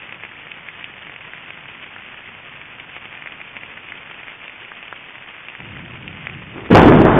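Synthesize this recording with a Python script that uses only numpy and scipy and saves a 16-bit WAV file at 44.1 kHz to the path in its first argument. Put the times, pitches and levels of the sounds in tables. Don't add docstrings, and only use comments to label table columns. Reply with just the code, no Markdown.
import sys
import numpy as np
from scipy.fft import rfft, irfft, next_fast_len
from scipy.io import wavfile
from scipy.ndimage import uniform_filter1d, map_coordinates

SR = 44100
rng = np.random.default_rng(int(sys.argv[2]) if len(sys.argv) > 2 else 0)


def wav_out(sig):
    wavfile.write(sys.argv[1], SR, np.round(np.clip(np.atleast_2d(sig).T, -1, 1) * 32767).astype(np.int16))


N = 317065
TIME_S = np.arange(N) / SR
MIC_HZ = 3640
WALL_DELAY_S, WALL_DB = 0.014, -19


def amp(db):
    return 10 ** (np.asarray(db) / 20)


def unit(x):
    return x / np.sqrt(np.mean(x ** 2) + 1e-20)


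def noise():
    return rng.standard_normal(N)


def wobble(knots_per_s):
    knots = rng.standard_normal(int(N * knots_per_s / SR) + 4)
    return map_coordinates(knots, [TIME_S * knots_per_s])


def filtered(x, response):
    m = 2 * next_fast_len(N // 2 + SR // 2)
    return irfft(rfft(x, m) * response(np.fft.rfftfreq(m, 1 / SR)), m)[:N]


def coloured(x, points):
    f, db = np.transpose(points)

    def response(hz):
        log_gain = np.log(amp(np.interp(np.log(hz + 1), np.log(f), db)))
        cepstrum = irfft(log_gain)
        half = len(cepstrum) // 2
        cepstrum[1:half] *= 2
        cepstrum[half + 1:] = 0
        return np.exp(rfft(cepstrum)) * (hz < MIC_HZ)
    return unit(filtered(x, response))


def impacts(rate_per_s, spread_db):
    hit = rng.random(N) < rate_per_s / SR
    size = amp(spread_db * np.minimum(rng.standard_normal(N), 2))
    sign = rng.choice([-1, 1], N)
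    return unit(hit * size * sign)


def ping(hz, rise_s):
    t = np.arange(SR // 100) / SR
    envelope = t / rise_s * np.exp(1 - t / rise_s)
    return np.sin(2 * np.pi * np.multiply.outer(hz, t)) * envelope


def pings(rate_per_s, centre_hz, spread_db, count=4000):
    gap_s = rng.exponential(1 / rate_per_s, count)
    pitch, size = rng.standard_normal((2, count))
    start = (np.cumsum(gap_s) * SR).astype(int)
    ring_hz = centre_hz * np.exp(0.17 * np.minimum(pitch, 1.5))
    gain = amp(spread_db * np.minimum(size, 1.7))
    waves = ping(ring_hz, rise_s=0.00078) * gain[:, None]
    where = start[:, None] + np.arange(waves.shape[1])
    return unit(np.bincount(where.ravel(), waves.ravel(), N)[:N])


def echoed(x):
    return filtered(x, lambda hz: 1 + amp(WALL_DB) * np.exp(-2j * np.pi * hz * WALL_DELAY_S))


def evened(x, span_s):
    width = int(span_s * SR) + 1
    power = uniform_filter1d(uniform_filter1d(x * x, width), width)
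    return x / np.sqrt(np.abs(power) + 1e-6)


def onset(start_s, attack_s):
    return np.clip((TIME_S - start_s) / attack_s, 0, 1)


def fading(start_s, db_per_s):
    return amp(-db_per_s * np.maximum(TIME_S - start_s, 0))


# (frequency [Hz], density [dB per Hz])
FAR_SPECTRUM = [(15, -48.5), (25, -29.5), (60, -9), (100, 0.5), (155, 3), (210, -2.5), (300, -3),
                (450, -21.5), (900, -32)]
# (time [s], level [dB])
FAR_LEVEL = [(0, -54.5), (3.7, -54), (4.8, -58)]
FAR_TRIM_DB = 2.0


def far_eruption():
    s, db = np.transpose(FAR_LEVEL)
    level_db = np.interp(TIME_S, s, db) + FAR_TRIM_DB
    return amp(level_db) * coloured(noise(), FAR_SPECTRUM)


# (frequency [Hz], density [dB per Hz])
PATTER_SPECTRUM = [(100, -12.5), (400, -7.5), (800, -6), (1470, -3), (2100, -1), (2550, 1), (2920, -2.5),
                   (3300, -7.5), (3600, -16)]
FALL_GAIN_DB = -38


def ash_fall():
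    clumps = wobble(knots_per_s=45)
    rush = coloured(noise(), PATTER_SPECTRUM)
    patter = coloured(echoed(impacts(rate_per_s=800, spread_db=5.5)), PATTER_SPECTRUM)
    grit = echoed(pings(rate_per_s=240, centre_hz=2387, spread_db=8.5))
    mix = rush * amp(-4.0 + 0.67 * clumps)
    mix += patter * amp(-4.5 + 1.4 * clumps)
    mix += grit * amp(-9.0 + 1.1 * clumps)
    return amp(FALL_GAIN_DB) * mix


STRAY_PER_S = 7
# (ring level [dB], ring pitch [Hz], thud level before THUD_TRIM_DB [dB])
STRAY_MEAN, STRAY_SPREAD = (-24, 2300, -39), (1.2, 180, 3.3)


def stray_grains(count=120):
    times_s = np.cumsum(rng.gamma(2, 0.5 / STRAY_PER_S, count))
    traits = np.array(STRAY_MEAN) + np.array(STRAY_SPREAD) * rng.standard_normal((count, 3))
    return np.column_stack([times_s, traits])[times_s < N / SR]


# (time [s], ring level [dB], ring pitch [Hz], thud level before THUD_TRIM_DB [dB])
CLOSE_GRAINS = [(0.1246, -18, 2580, -27.5), (0.236, -17.5, 2260, -29.5), (0.2506, -19, 2310, -33),
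                (0.5172, -16.5, 2500, -48), (0.6869, -15.5, 2260, -51), (0.828, -22.5, 2300, -48),
                (0.8429, -14, 2660, -37), (1.1624, -19, 2370, -34), (1.3349, -17.5, 1980, -46),
                (1.5053, -17, 2440, -32), (1.9634, -20.5, 1740, -35), (2.8, -20, 2560, -43),
                (2.966, -22, 2320, -26.5), (3.0554, -21, 2680, -29.5), (3.223, -17.5, 2200, -38),
                (3.2603, -18, 2160, -30.5), (3.273, -15, 2070, -53), (3.322, -20.5, 2700, -34),
                (3.4148, -18, 2240, -46), (3.5672, -16.5, 2300, -35), (3.6344, -17, 2260, -34.5),
                (3.7764, -20, 2000, -43), (3.9215, -15.5, 1950, -44), (4.2825, -19.5, 2230, -35),
                (4.4802, -19.5, 2420, -54), (4.718, -19, 1570, -40), (4.8282, -21.5, 2620, -34),
                (4.927, -15.5, 1580, -26), (5.4852, -17, 2500, -35), (5.5517, -19.5, 1920, -50),
                (5.6038, -19.5, 2400, -28), (6.0788, -16, 2570, -36), (6.2701, -10, 2190, -26.5),
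                (6.298, -17.5, 2410, -34)]
THUD_TRIM_DB, THUD_DECAY_S = 13.0, 0.00022
RETOUCH_DB, RETOUCH_MIN_S, RETOUCH_SPREAD_S = -7.0, 0.0022, 0.0016


def near_grains(count=200):
    out = np.zeros(N + SR)
    grains = [*CLOSE_GRAINS, *stray_grains()]
    for (s, ring_db, ring_hz, thud_db), hop in zip(grains, rng.random(count)):
        ring = amp(ring_db) * ping(ring_hz, rise_s=0.00033)
        u = np.arange(len(ring)) / SR / THUD_DECAY_S
        thud = amp(thud_db + THUD_TRIM_DB) * (1 - u) * np.exp(-u)
        out[round(s * SR):][:len(ring)] += ring + thud
        retouch_s = s + RETOUCH_MIN_S + RETOUCH_SPREAD_S * hop
        out[round(retouch_s * SR):][:len(ring)] += amp(RETOUCH_DB) * ring
    return echoed(out[:N])


# (frequency [Hz], density [dB per Hz])
ROLL_SPECTRUM = [(15, -30.5), (30, -20), (60, -5), (105, 3), (160, 3), (220, -5), (340, -11.5),
                 (480, -35.5), (1000, -45.5)]
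GROWL_SPECTRUM = [(100, -14), (330, 1), (600, -6.5), (1200, -12), (3000, -25)]
# (time [s], level over the roll [dB])
ROLL_SWELLS = [(5.73, 2), (5.81, 2.5), (6.09, 1.7), (6.36, 4.7)]
SWELL_WIDTH_S = 0.025
ROLL_START_S, ROLL_ATTACK_S, ROLL_DB = 5.585, 0.017, -39.5
GROWL_START_S, GROWL_ATTACK_S, GROWL_DB = 6.52, 0.039, -38
UNDER_GROWL_DB = -49


def low_roll():
    rolling = onset(ROLL_START_S, ROLL_ATTACK_S)
    swell_db = sum(db * np.exp(-((TIME_S - s) / SWELL_WIDTH_S) ** 2) for s, db in ROLL_SWELLS)
    roll = evened(coloured(noise(), ROLL_SPECTRUM), span_s=0.059)
    growling = amp(UNDER_GROWL_DB) * rolling
    growling += amp(GROWL_DB) * onset(GROWL_START_S, GROWL_ATTACK_S)
    growl = coloured(impacts(rate_per_s=1400, spread_db=7.5), GROWL_SPECTRUM)
    return amp(ROLL_DB + swell_db) * rolling * roll + growling * growl


# (frequency [Hz], density [dB per Hz])
BASS_SPECTRUM = [(15, -19), (30, -5.5), (60, -4.5), (105, 0.5), (160, 0), (230, -10.5), (480, -35.5)]
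BASS_START_S, BASS_ATTACK_S, BASS_DB, BASS_FALL_DB_PER_S = 6.725, 0.022, -15.5, 5.5


def deep_roll():
    rolling = onset(BASS_START_S, BASS_ATTACK_S) * fading(BASS_START_S, BASS_FALL_DB_PER_S)
    return amp(BASS_DB) * rolling * evened(coloured(noise(), BASS_SPECTRUM), span_s=0.049)


PEAL_FALL_DB_PER_S = 51.5


def pealing(starts_s, levels_db, attack_s):
    peals = [amp(db) * onset(s, attack_s) * fading(s, PEAL_FALL_DB_PER_S)
             for s, db in zip(starts_s, levels_db)]
    return np.linalg.norm(peals, axis=0)


AIR_HZ, DULLING_DB_PER_S = 2005, 25.5


def dulled(x, start_s):
    low = filtered(x, lambda hz: 1 / (1 + (hz / AIR_HZ) ** 6))
    return low + (x - low) * fading(start_s, DULLING_DB_PER_S)


# (time [s], body level [dB], crash level [dB])
PEALS = [(6.701, -7, -15), (6.742, -14.5, -7.5), (6.853, -4, -18), (6.905, -28, -16), (6.995, -14.5, -26),
         (7.045, -19, -12.5), (7.155, -13, -14)]
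# (frequency [Hz], density [dB per Hz])
BODY_SPECTRUM = [(15, -41.5), (28, -30), (55, -24.5), (95, -12), (155, -3.5), (200, -4), (245, 3),
                 (270, -4), (298, 0.5), (345, 0), (430, -4), (600, -21.5), (1200, -56)]
CRASH_SPECTRUM = [(250, -49.5), (470, 0), (700, 0), (1000, -4), (1350, -9.5), (1900, -16.5), (3600, -62.5)]
CRACKLE_SPECTRUM = [(800, -34.5), (1450, 4), (2000, 1.5), (2800, 1.5), (3600, -6.5)]
BODY_ATTACK_S, CRASH_ATTACK_S = 0.0077, 0.018
CRACKLE_DB = -8.5


def thunder_peals():
    starts_s, body_db, crash_db = np.transpose(PEALS)
    crashing = pealing(starts_s, crash_db, CRASH_ATTACK_S)
    body = evened(coloured(impacts(rate_per_s=2500, spread_db=-0.5), BODY_SPECTRUM), span_s=0.014)
    crash = evened(coloured(impacts(rate_per_s=1500, spread_db=1.5), CRASH_SPECTRUM), span_s=0.015)
    crackle = coloured(impacts(rate_per_s=2000, spread_db=1.5), CRACKLE_SPECTRUM)
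    mix = pealing(starts_s, body_db, BODY_ATTACK_S) * body
    mix += crashing * crash
    mix += amp(CRACKLE_DB) * crashing * dulled(crackle, starts_s[0])
    return mix


# (time [s], peak level [dB], half width [s])
SHOCKS = [(6.705, -8, 0.00059), (6.7309, -3.5, 0.00081), (6.7413, -1, 0.00079), (6.7495, 7, 0.00019),
          (6.7554, 21, 0.00018), (6.7725, 4.5, 0.00019), (6.7952, 0.5, 0.00023), (6.8319, 5.5, 0.00055),
          (6.9044, -5, 0.0013), (6.9177, -5.5, 0.00075), (6.923, -0.5, 0.00015), (7.005, -2.5, 0.00067),
          (7.0186, 0.5, 0.0004), (7.0522, 3, 0.00044)]


def shock_fronts():
    fronts = np.zeros(N)
    for s, db, width_s in SHOCKS:
        near = slice(round((s - 5 * width_s) * SR), round((s + 5 * width_s) * SR))
        u = (TIME_S[near] - s) / width_s
        fronts[near] += amp(db) * u * np.exp((1 - u * u) / 2)
    return fronts


def scene():
    background = far_eruption() + ash_fall() + near_grains()
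    thunder = deep_roll() + thunder_peals() + shock_fronts()
    return (background + low_roll() + thunder)[None]


SATURATION_LEVEL, MIC_SLOPE_DB_PER_HZ = 1.35, 0.2
HISS_DB, TOP_HZ = -92, 16000


def record(dry):
    pressed = dry[0] / (1 + np.abs(dry[0] / SATURATION_LEVEL) ** 6) ** (1 / 6)
    narrow = filtered(pressed, lambda hz: amp(-np.clip((hz - MIC_HZ) * MIC_SLOPE_DB_PER_HZ, 0, 120)))
    hiss = amp(HISS_DB) * noise()
    return filtered(np.clip(narrow, -1, 1) + hiss, lambda hz: hz < TOP_HZ)[None]


dry = scene()
out = record(dry)
wav_out(out)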